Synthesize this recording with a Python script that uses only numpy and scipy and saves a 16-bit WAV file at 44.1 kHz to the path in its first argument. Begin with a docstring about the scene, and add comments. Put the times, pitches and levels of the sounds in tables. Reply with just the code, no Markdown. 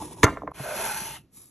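"""The sliding lid of a small wooden tool box breaks free with a hard double knock, then scrapes out.
The knock rings box and blades and thumps the table; the carving tools settle with dull taps.
The long dry scrape is wood fibres catching and slipping, driving resonances of lid and cavity.
A faint creep comes before the knock, a light rub after the slide, handling rumble throughout.
Heard by a close microphone pair in a small room."""
import sys
import numpy as np
from scipy import signal
from scipy.fft import rfft, irfft
from scipy.io import wavfile

SR = 44100
rng = np.random.default_rng(int(sys.argv[2]) if len(sys.argv) > 2 else 0)


def generate_wav(sig):
    """Save sig (samples, or channels by samples) to the path in sys.argv[1] as 16-bit PCM at SR."""
    pcm = np.round(np.clip(np.atleast_2d(sig).T, -1, 1) * 32767).astype(np.int16)
    wavfile.write(sys.argv[1], SR, pcm)


N = 66150
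T = np.arange(N) / SR
HZ = np.fft.rfftfreq(2 * N, 1 / SR)
MID_ONLY = np.array([[1], [0]])  # two-row signals are mid, side

# lid impacts: start_s, level_db, treble_db, bass_db
KNOCKS = [(0.2301, -20, -13.5, -8.5), (0.232, 3, -6, -17), (0.2337, 4, -6.5, -10),
          (0.2365, -2.5, -2.5, -2.5), (0.2405, -6.5, 14, 5.5), (0.2431, -3, 2, 0), (0.2453, -8.5, 4, -2),
          (0.2510, -9.5, -3.5, -2.5)]
# impact spectrum: freq_hz, level_db
KNOCK_SPECTRUM = [(40, -25.5), (110, -15), (200, -6.5), (305, 4.5), (370, -6), (450, -4.5), (520, -8.5),
                  (740, -16.5), (1010, 5.5), (1200, -5), (1400, -7), (2100, -6.5), (2700, -19.5),
                  (3200, -21.5), (3600, -19), (5000, -22.5), (5700, -23.5), (6300, -13.5), (7200, -24),
                  (10400, -24), (12500, -37.5), (15000, -61)]
# box and blade modes: pitch_hz, level_db, base_t60_s
BOX_MODES = [(286.8, -4.5, .22), (321.4, -4.5, .2), (406.5, -6, .22), (450, -6.5, 0.12), (490.6, -4, 0.19),
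             (579, -6, 0.14), (650, -10.5, 0.13), (910, -8, 0.11), (1028, 0.5, .11), (1090, -4, .08),
             (1182, -10.5, .1), (1362, -6, .09), (1389, -3.5, 0.16), (1552, -7, 0.14), (1773, -7.5, .11),
             (1987, -11.5, .11), (2094, -6.5, 0.18), (2793, -18.5, 0.18), (3560, -16.5, 0.12),
             (6160, -16, 0.055)]
# box bumps on the table: start_s, level_db, pitch_hz, decay_s
THUMPS = [(0.2404, -2.5, 103, 0.0071), (0.288, -27, 115, .007), (0.3, -29, 83.7, 0.006),
          (0.601, -26.5, 135.6, 0.016), (1.016, -36, 189, 0.0095), (1.103, -38.5, 140, 0.016)]
# box and tools settling: start_s, level_db, high_cut_hz, low_cut_hz
TAPS = [(0.0229, -5, 980, 260), (0.1104, -15, 977, 350), (0.1714, -17, 938, 350), (0.2549, 3, 870, 200),
        (0.2600, -2, 1800, 200), (0.2672, 3, 2110, 790), (0.2706, 2.5, 1188, 200), (0.2766, 0.5, 1580, 254),
        (0.2821, 3, 1860, 400), (0.2879, 1.5, 1500, 200), (0.2937, -10, 1990, 740),
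        (0.3064, -11.5, 1200, 300), (0.3243, -6.5, 690, 248.5), (0.332, -4.5, 554, 201),
        (0.3643, -10.5, 970, 250), (0.3718, -5.5, 2100, 397), (0.3735, -5.5, 720, 420),
        (0.4200, -5.5, 1160, 350), (0.4344, -1.5, 760, 350), (0.4408, -7.5, 420, 252),
        (0.451, -11, 450, 244.4), (0.4706, -14, 1000, 304), (0.4754, -6.5, 2100, 383),
        (0.4772, 0, 1005, 421), (0.488, -13, 510, 199), (0.5171, -9, 1140, 450), (0.5961, -10, 1130, 350),
        (0.599, -6.5, 650, 200)]
# board response: freq_hz, gain_db
BOARD_RESPONSE = [(200, -2), (285, 0), (360, -4.5), (570, 3.5), (790, -4.5), (950, 0.5), (1600, -2.5),
                  (2100, -0.5), (3000, -4), (3700, 1.5)]
# slide friction: time_s, level_db
SLIDE_ENVELOPE = [(.522, -67), (.548, -52), (.605, -41), (.68, -40), (.77, -34.5), (.86, -30), (.96, -33.5),
                  (1.05, -34.5), (1.12, -39.5), (1.165, -43.5), (1.195, -57), (1.225, -70), (1.29, -86.5)]
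# slide friction: freq_hz, level_db
SLIDE_SPECTRUM = [(100, -21), (220, -5.5), (280, -20), (410, -3), (470, -14), (620, -4), (750, -9),
                  (1000, -3.5), (1140, -11), (1300, -5), (1650, -5.5), (2250, -9.5), (2900, -8),
                  (3900, -14), (4400, -10.5), (4900, -10), (5400, -13.5), (6150, -11), (6900, -9),
                  (8500, -9), (9700, -5.5), (11200, -1.5), (12300, -18), (14000, -40), (15500, -62)]
# lid and cavity modes: pitch_hz, half_width_hz, glide_hz_per_s, peak_s, level_db, swell_s, fade_s
SCRAPE_MODES = [(914, 47, 0, 0.013, -40.5, 0.026, 0.015), (600, 57, -250, 0.712, -34, 0.056, 0.045),
                (650, 76, 0.5, 0.82, -39, 0.035, 0.058), (902, 37, 0, 0.816, -41.5, 0.11, 0.02),
                (870, 55, 0, 0.886, -34.5, 0.045, 0.053), (891, 45, 130.5, 1.04, -45, 0.055, .09),
                (1500, 116, 300, .71, -41, 0.057, .06), (1522, 120, 198, 0.897, -38, 0.058, 0.076),
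                (400, 34, 0, 0.807, -38.5, 0.015, 0.034), (2860, 240, -1, 1.2, -50, 0.3, 0.076),
                (1470, 1600, 2, 1.165, -46.5, 0.051, 0.028), (4370, 190, 0, 0.998, -50, 0.028, 0.033),
                (6070, 199.6, 0, 0.99, -44.5, 0.19, 0.076)]
# first creep: time_s, level_db
CREEP_ENVELOPE = [(0, -42.5), (0.023, -38), (0.074, -43), (.1, -47.5), (.125, -41.5), (.16, -52.5),
                  (.195, -44.5), (.215, -47), (.235, -37.5), (.26, -85.5)]
# first creep: freq_hz, level_db
CREEP_SPECTRUM = [(100, -12.5), (350, 2.5), (700, -16.5), (930, -0.5), (1300, -21.5), (2300, -25.5),
                  (3600, -21), (4600, -27.5), (5350, -17), (5800, -24), (6700, -15.5), (7300, -25),
                  (8200, -15.5), (9600, -11), (11000, -16.5), (12200, -29.5), (14000, -44.5)]
# last rub: time_s, level_db
RUB_ENVELOPE = [(1.3, -88), (1.335, -57.5), (1.37, -47.5), (1.42, -50.5), (1.5, -58)]
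# last rub: freq_hz, level_db
RUB_SPECTRUM = [(300, -7.5), (700, -20), (950, -12.5), (1600, -20.5), (3500, -17), (5000, -15),
                (8000, -8.5), (10900, 1), (12200, -13), (14500, -32)]
# handling rumble: time_s, level_db
RUMBLE_ENVELOPE = [(0, -51), (.2, -47.5), (.3, -39), (.4, -49), (.5, -49), (.535, -53.5), (.63, -52.5),
                   (.85, -49.5), (1.03, -52), (1.2, -54), (1.29, -60), (1.5, -65)]
# handling rumble: freq_hz, level_db
RUMBLE_SPECTRUM = [(20, -35), (52, 2.5), (80, -2), (130, 1), (210, -5.5), (330, -6), (600, -24.5),
                   (2000, -51)]
# room decay: freq_hz, t60_s
ROOM_DECAY = [(100, .28), (500, 0.34), (4000, 0.34), (11000, 0.35)]
# microphone pair: freq_hz, left_lead_rad, coherence
MIC_PAIR = [(20, 0, .999), (600, 0, .95), (2200, .12, .96), (3900, .8, .7), (4600, 1.8, .7),
            (5000, 3.9, .65), (5650, 6.2, .97), (6250, 6.3, .97), (7200, 7.6, .75), (8100, 8.8, .8),
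            (8600, 9.42, .999), (9350, 9.43, .999), (10200, 10.3, .87), (11500, 11.6, .82),
            (11900, 12.56, .995), (15000, 12.57, .995)]
# microphone balance: freq_hz, left_minus_right_db
MIC_BALANCE = [(60, 0), (150, -1.1), (500, -1.8), (1000, -1), (2000, -.2), (8000, 0)]
# brief level dip before the slide: time_s, gain_db
LEVEL_DIP = [(.521, 1), (.524, -21), (.545, 0)]

BASS_HZ, TREBLE_HZ = 650, 4240


def lid_knocks(impact_db=10, ring_db=-24.5, crunch_above_hz=650, crunch_decay_s=.0031):
    """Each knock is a push with a few ms of crunch above it, and sets the box ringing."""
    impacts, force = np.zeros((2, N)), np.zeros((2, N))
    spectrum_db = 20 * np.log10(unit_rms(amp(lookup(KNOCK_SPECTRUM))))
    highpass = 1 / np.sqrt(1 + (crunch_above_hz / (HZ + 1)) ** 2)
    for start_s, level_db, treble_db, bass_db in KNOCKS:
        crunch = filtered(noise(), highpass) * (T >= start_s) * np.exp(-abs(T - start_s) / crunch_decay_s)
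        blow = crunch / np.linalg.norm(crunch[0]) + impulse(start_s) * MID_ONLY
        tilt_db = treble_db / (1 + (TREBLE_HZ / (HZ + 1)) ** 4) + bass_db / (1 + (HZ / BASS_HZ) ** 4)
        impacts += amp(level_db) * filtered(blow, minimum_phase(spectrum_db + tilt_db))
        force += amp(level_db) * impulse(start_s)
    return amp(impact_db) * impacts + amp(ring_db) * box_ring(force, damping=1.08)


def box_ring(force, damping):
    """Box and blade modes answer a force; damping multiplies their decay rate."""
    t = T[:SR // 2]
    modes = sum(amp(level_db - 60 * damping * t / t60_s)
                * np.sin(2 * np.pi * (pitch_hz * t + rng.random((2, 1))))
                for pitch_hz, level_db, t60_s in BOX_MODES)
    return signal.fftconvolve(force, modes, axes=1)[:, :N]


def table_thumps(rise_s=.00067, low_cut_hz=44):
    """The table top gives under the box in a few low swings."""
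    swings = np.zeros(N)
    for start_s, level_db, pitch_hz, decay_s in THUMPS:
        t = np.maximum(T - start_s, 0)
        envelope = amp(level_db) * (1 - np.exp(-t / rise_s)) * np.exp(-t / decay_s)
        swings -= envelope * np.sin(2 * np.pi * pitch_hz * t)
    return filtered(swings, (1j * HZ / (1j * HZ + low_cut_hz)) ** 2) * MID_ONLY


def settling_taps(tap_db=-5.3, tick_db=-29, ring_db=-34, delay_at_1khz_s=.00205):
    """Soft contacts cross the boards as bending waves: treble first, bass later."""
    waves, force = np.zeros(N), np.zeros((2, N))
    dispersion = np.exp(-4j * np.pi * delay_at_1khz_s * np.sqrt(1000 * HZ))
    for start_s, level_db, high_cut_hz, low_cut_hz in TAPS:
        tick = amp(tick_db) / (1 + (HZ / (2 * high_cut_hz)) ** 4)
        contact = 1 / np.sqrt(1 + (HZ / high_cut_hz) ** 16) + tick
        band = unit_rms(contact / np.sqrt(1 + (low_cut_hz / (HZ + 1)) ** 4) / np.sqrt(1 + HZ / 700))
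        waves += amp(level_db) * filtered(impulse(start_s - .001), band * dispersion)
        force += amp(level_db) * filtered(impulse(start_s), contact)
    boards = filtered(waves, minimum_phase(lookup(BOARD_RESPONSE))) * MID_ONLY
    return amp(tap_db) * boards + amp(ring_db) * box_ring(force, damping=2.1)  # hand on the lid


def lid_slide(thin_db_per_s=17, thin_below_hz=2890, mid_slide_s=.96):
    """Friction hiss that thins as the lid leaves its grooves."""
    hiss = unit_rms(filtered(friction(), amp(lookup(SLIDE_SPECTRUM))))
    lows = filtered(hiss, 1 / (1 + (HZ / thin_below_hz) ** 4))
    low_gain = amp(-thin_db_per_s * (T - mid_slide_s))
    return (hiss - lows + lows * low_gain) * gain_curve(SLIDE_ENVELOPE)


def scrape_resonances(waver_hz=22, pitch_waver=.02, waver_db=2.6, steadiness=.3):
    """Rubbed lid and cavity modes swell in turn; uneven hand pressure wavers pitch and level."""
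    drive = friction()
    moving = np.minimum((gain_curve(SLIDE_ENVELOPE) + gain_curve(CREEP_ENVELOPE)) / amp(-47.5), 1)
    pressure = wander(waver_hz)
    tones = np.zeros((2, N))
    for pitch_hz, half_width_hz, glide_hz_per_s, peak_s, level_db, swell_s, fade_s in SCRAPE_MODES:
        track_hz = pitch_hz * (1 + pitch_waver * pressure) + glide_hz_per_s * (T - peak_s)
        carrier = np.exp(2j * np.pi * np.cumsum(track_hz) / SR)
        pole = np.exp(-2 * np.pi * half_width_hz / SR)
        swing = signal.lfilter([1], np.poly([pole, pole]), drive / carrier)
        swing /= (abs(swing) + 1e-9) ** steadiness  # rubbing evens out the swing
        envelope = moving * np.exp(-.5 * ((T - peak_s) / np.where(T < peak_s, swell_s, fade_s)) ** 2)
        tones += amp(level_db + waver_db * pressure) * unit_rms((carrier * swing).real) * envelope
    return tones


def friction(grains_per_s=3200, grain_spread_db=3.5, grain_share=.29,
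             judder_db=.5, judder_hz=107, ripple_step_hz=110):
    """Wood fibres catch and slip: tiny clicks in a juddering hiss, coloured by the lid's upper modes."""
    grains = noise() * (rng.random(N) < grains_per_s / SR)
    grains *= amp(grain_spread_db * np.minimum(rng.exponential(1, N), 4))
    judder = amp(judder_db * wander(judder_hz))
    ripple = np.interp(HZ / ripple_step_hz, np.arange(SR // 20), rng.uniform(-1, 1, SR // 20))
    ripple_db = 7 * ripple * HZ / (HZ + BASS_HZ)
    hiss = np.sqrt(grain_share) * unit_rms(grains) + np.sqrt(1 - grain_share) * noise()
    return unit_rms(filtered(hiss * judder, amp(ripple_db)))


def light_rub(spectrum, envelope):
    """Faint friction of the barely moving lid."""
    return unit_rms(filtered(friction(), amp(lookup(spectrum)))) * gain_curve(envelope)


def room(sound, reflections_per_s=4000, gap_s=.004, treble_db=-2,
         notch_db=-8, notch_hz=6600, notch_width_hz=552):
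    """Sparse reflections die band by band; the room tail is softer around 6.6 kHz."""
    length = SR // 2
    reflections = rng.standard_normal((2, length)) * (rng.random((2, length)) < reflections_per_s / SR)
    freq_hz, time_s, bands = signal.stft(reflections * (T[:length] > gap_s), SR, nperseg=256)
    decay = amp(-60 * time_s / lookup(ROOM_DECAY, freq_hz)[:, None])
    tail = signal.istft(bands * decay, SR, nperseg=256)[1]
    reverb = signal.fftconvolve(sound, tail / np.linalg.norm(tail[0]), axes=1)[:, :N]
    notch = np.exp(-((HZ - notch_hz) / notch_width_hz) ** 2)
    return filtered(reverb, amp(treble_db * HZ / (HZ + TREBLE_HZ) + notch_db * notch))


def background(floor_db=-76, floor_top_hz=8000):
    """Rumble of the handled box over a quiet noise floor."""
    floor = filtered(noise(), 1 / np.sqrt(HZ + 200) / (1 + (HZ / floor_top_hz) ** 6))
    rumble = filtered(noise(), amp(lookup(RUMBLE_SPECTRUM)))
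    return unit_rms(rumble) * gain_curve(RUMBLE_ENVELOPE) + amp(floor_db) * unit_rms(floor)


def microphones(mid, side):
    """Mid, side to left, right: a close pair's coherence, phase and balance vary with frequency."""
    pair = np.array(MIC_PAIR)
    lead_rad, coherence = lookup(pair[:, :2]), lookup(pair[:, ::2])
    mid = filtered(mid, np.sqrt((1 + coherence) / 2))
    side = filtered(side, np.sqrt((1 - coherence) / 2))
    left_gain = np.exp(.5j * lead_rad) * amp(lookup(MIC_BALANCE) / 2)
    return np.array([filtered(mid + side, left_gain), filtered(mid - side, 1 / left_gain)])


def amp(db):
    """Decibels to gain."""
    return 10 ** (np.asarray(db) / 20)


def unit_rms(x):
    """Scales to rms 1."""
    return x / np.sqrt(np.mean(x ** 2) + 1e-20)


def lookup(table, at_hz=HZ):
    """Interpolates on a log-frequency axis."""
    freq_hz, value = np.transpose(table)
    return np.interp(np.log(at_hz + 1), np.log(freq_hz + 1), value)


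def gain_curve(table):
    """Gain over time; zero beyond 10 ms outside the table."""
    time_s, level_db = np.transpose(table)
    return amp(np.interp(T, time_s, level_db)) * (T >= time_s[0] - .01) * (T <= time_s[-1] + .01)


def filtered(x, gain):
    """Applies a gain per frequency."""
    return irfft(rfft(x, 2 * N) * gain)[..., :N]


def minimum_phase(gain_db):
    """Response of a body that rings only after it is hit."""
    log_gain = np.log(amp(np.maximum(gain_db, -100)))
    mirrored = np.r_[log_gain, log_gain[-2:0:-1]]
    return np.exp(np.conj(signal.hilbert(mirrored)))[:N + 1]


def noise():
    """White noise, mid and side."""
    return rng.standard_normal((2, N))


def wander(cutoff_hz):
    """Low-passed noise, rms 1."""
    return unit_rms(filtered(rng.standard_normal(N), 1 / (1 + (HZ / cutoff_hz) ** 4)))


def impulse(time_s):
    """One unit sample."""
    return 1. 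* (np.arange(N) == round(time_s * SR))


def scene(knock_send_db=-17.5, tap_send_db=-16):
    """All sources in stereo; only knocks and taps feed the room."""
    knocks, taps = lid_knocks(), settling_taps()
    reverb = room(amp(knock_send_db) * knocks + amp(tap_send_db) * taps)
    scrape = lid_slide() + scrape_resonances()
    rubs = light_rub(CREEP_SPECTRUM, CREEP_ENVELOPE) + light_rub(RUB_SPECTRUM, RUB_ENVELOPE)
    mid, side = knocks + table_thumps() + taps + scrape + rubs + reverb + background()
    return microphones(mid, side)


def record(dry, knee=.95, band_limit_hz=15300):
    """Soft clip, brief level dip, low-pass."""
    rounded = dry / (1 + (dry / knee) ** 4) ** (1 / 4)
    dip = amp(np.interp(T, *np.transpose(LEVEL_DIP)))
    lowpass = signal.firwin(511, band_limit_hz, window=("kaiser", 9), fs=SR)
    return signal.oaconvolve(rounded * dip, lowpass[None], "same")


dry = scene()
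out = record(dry)
generate_wav(out)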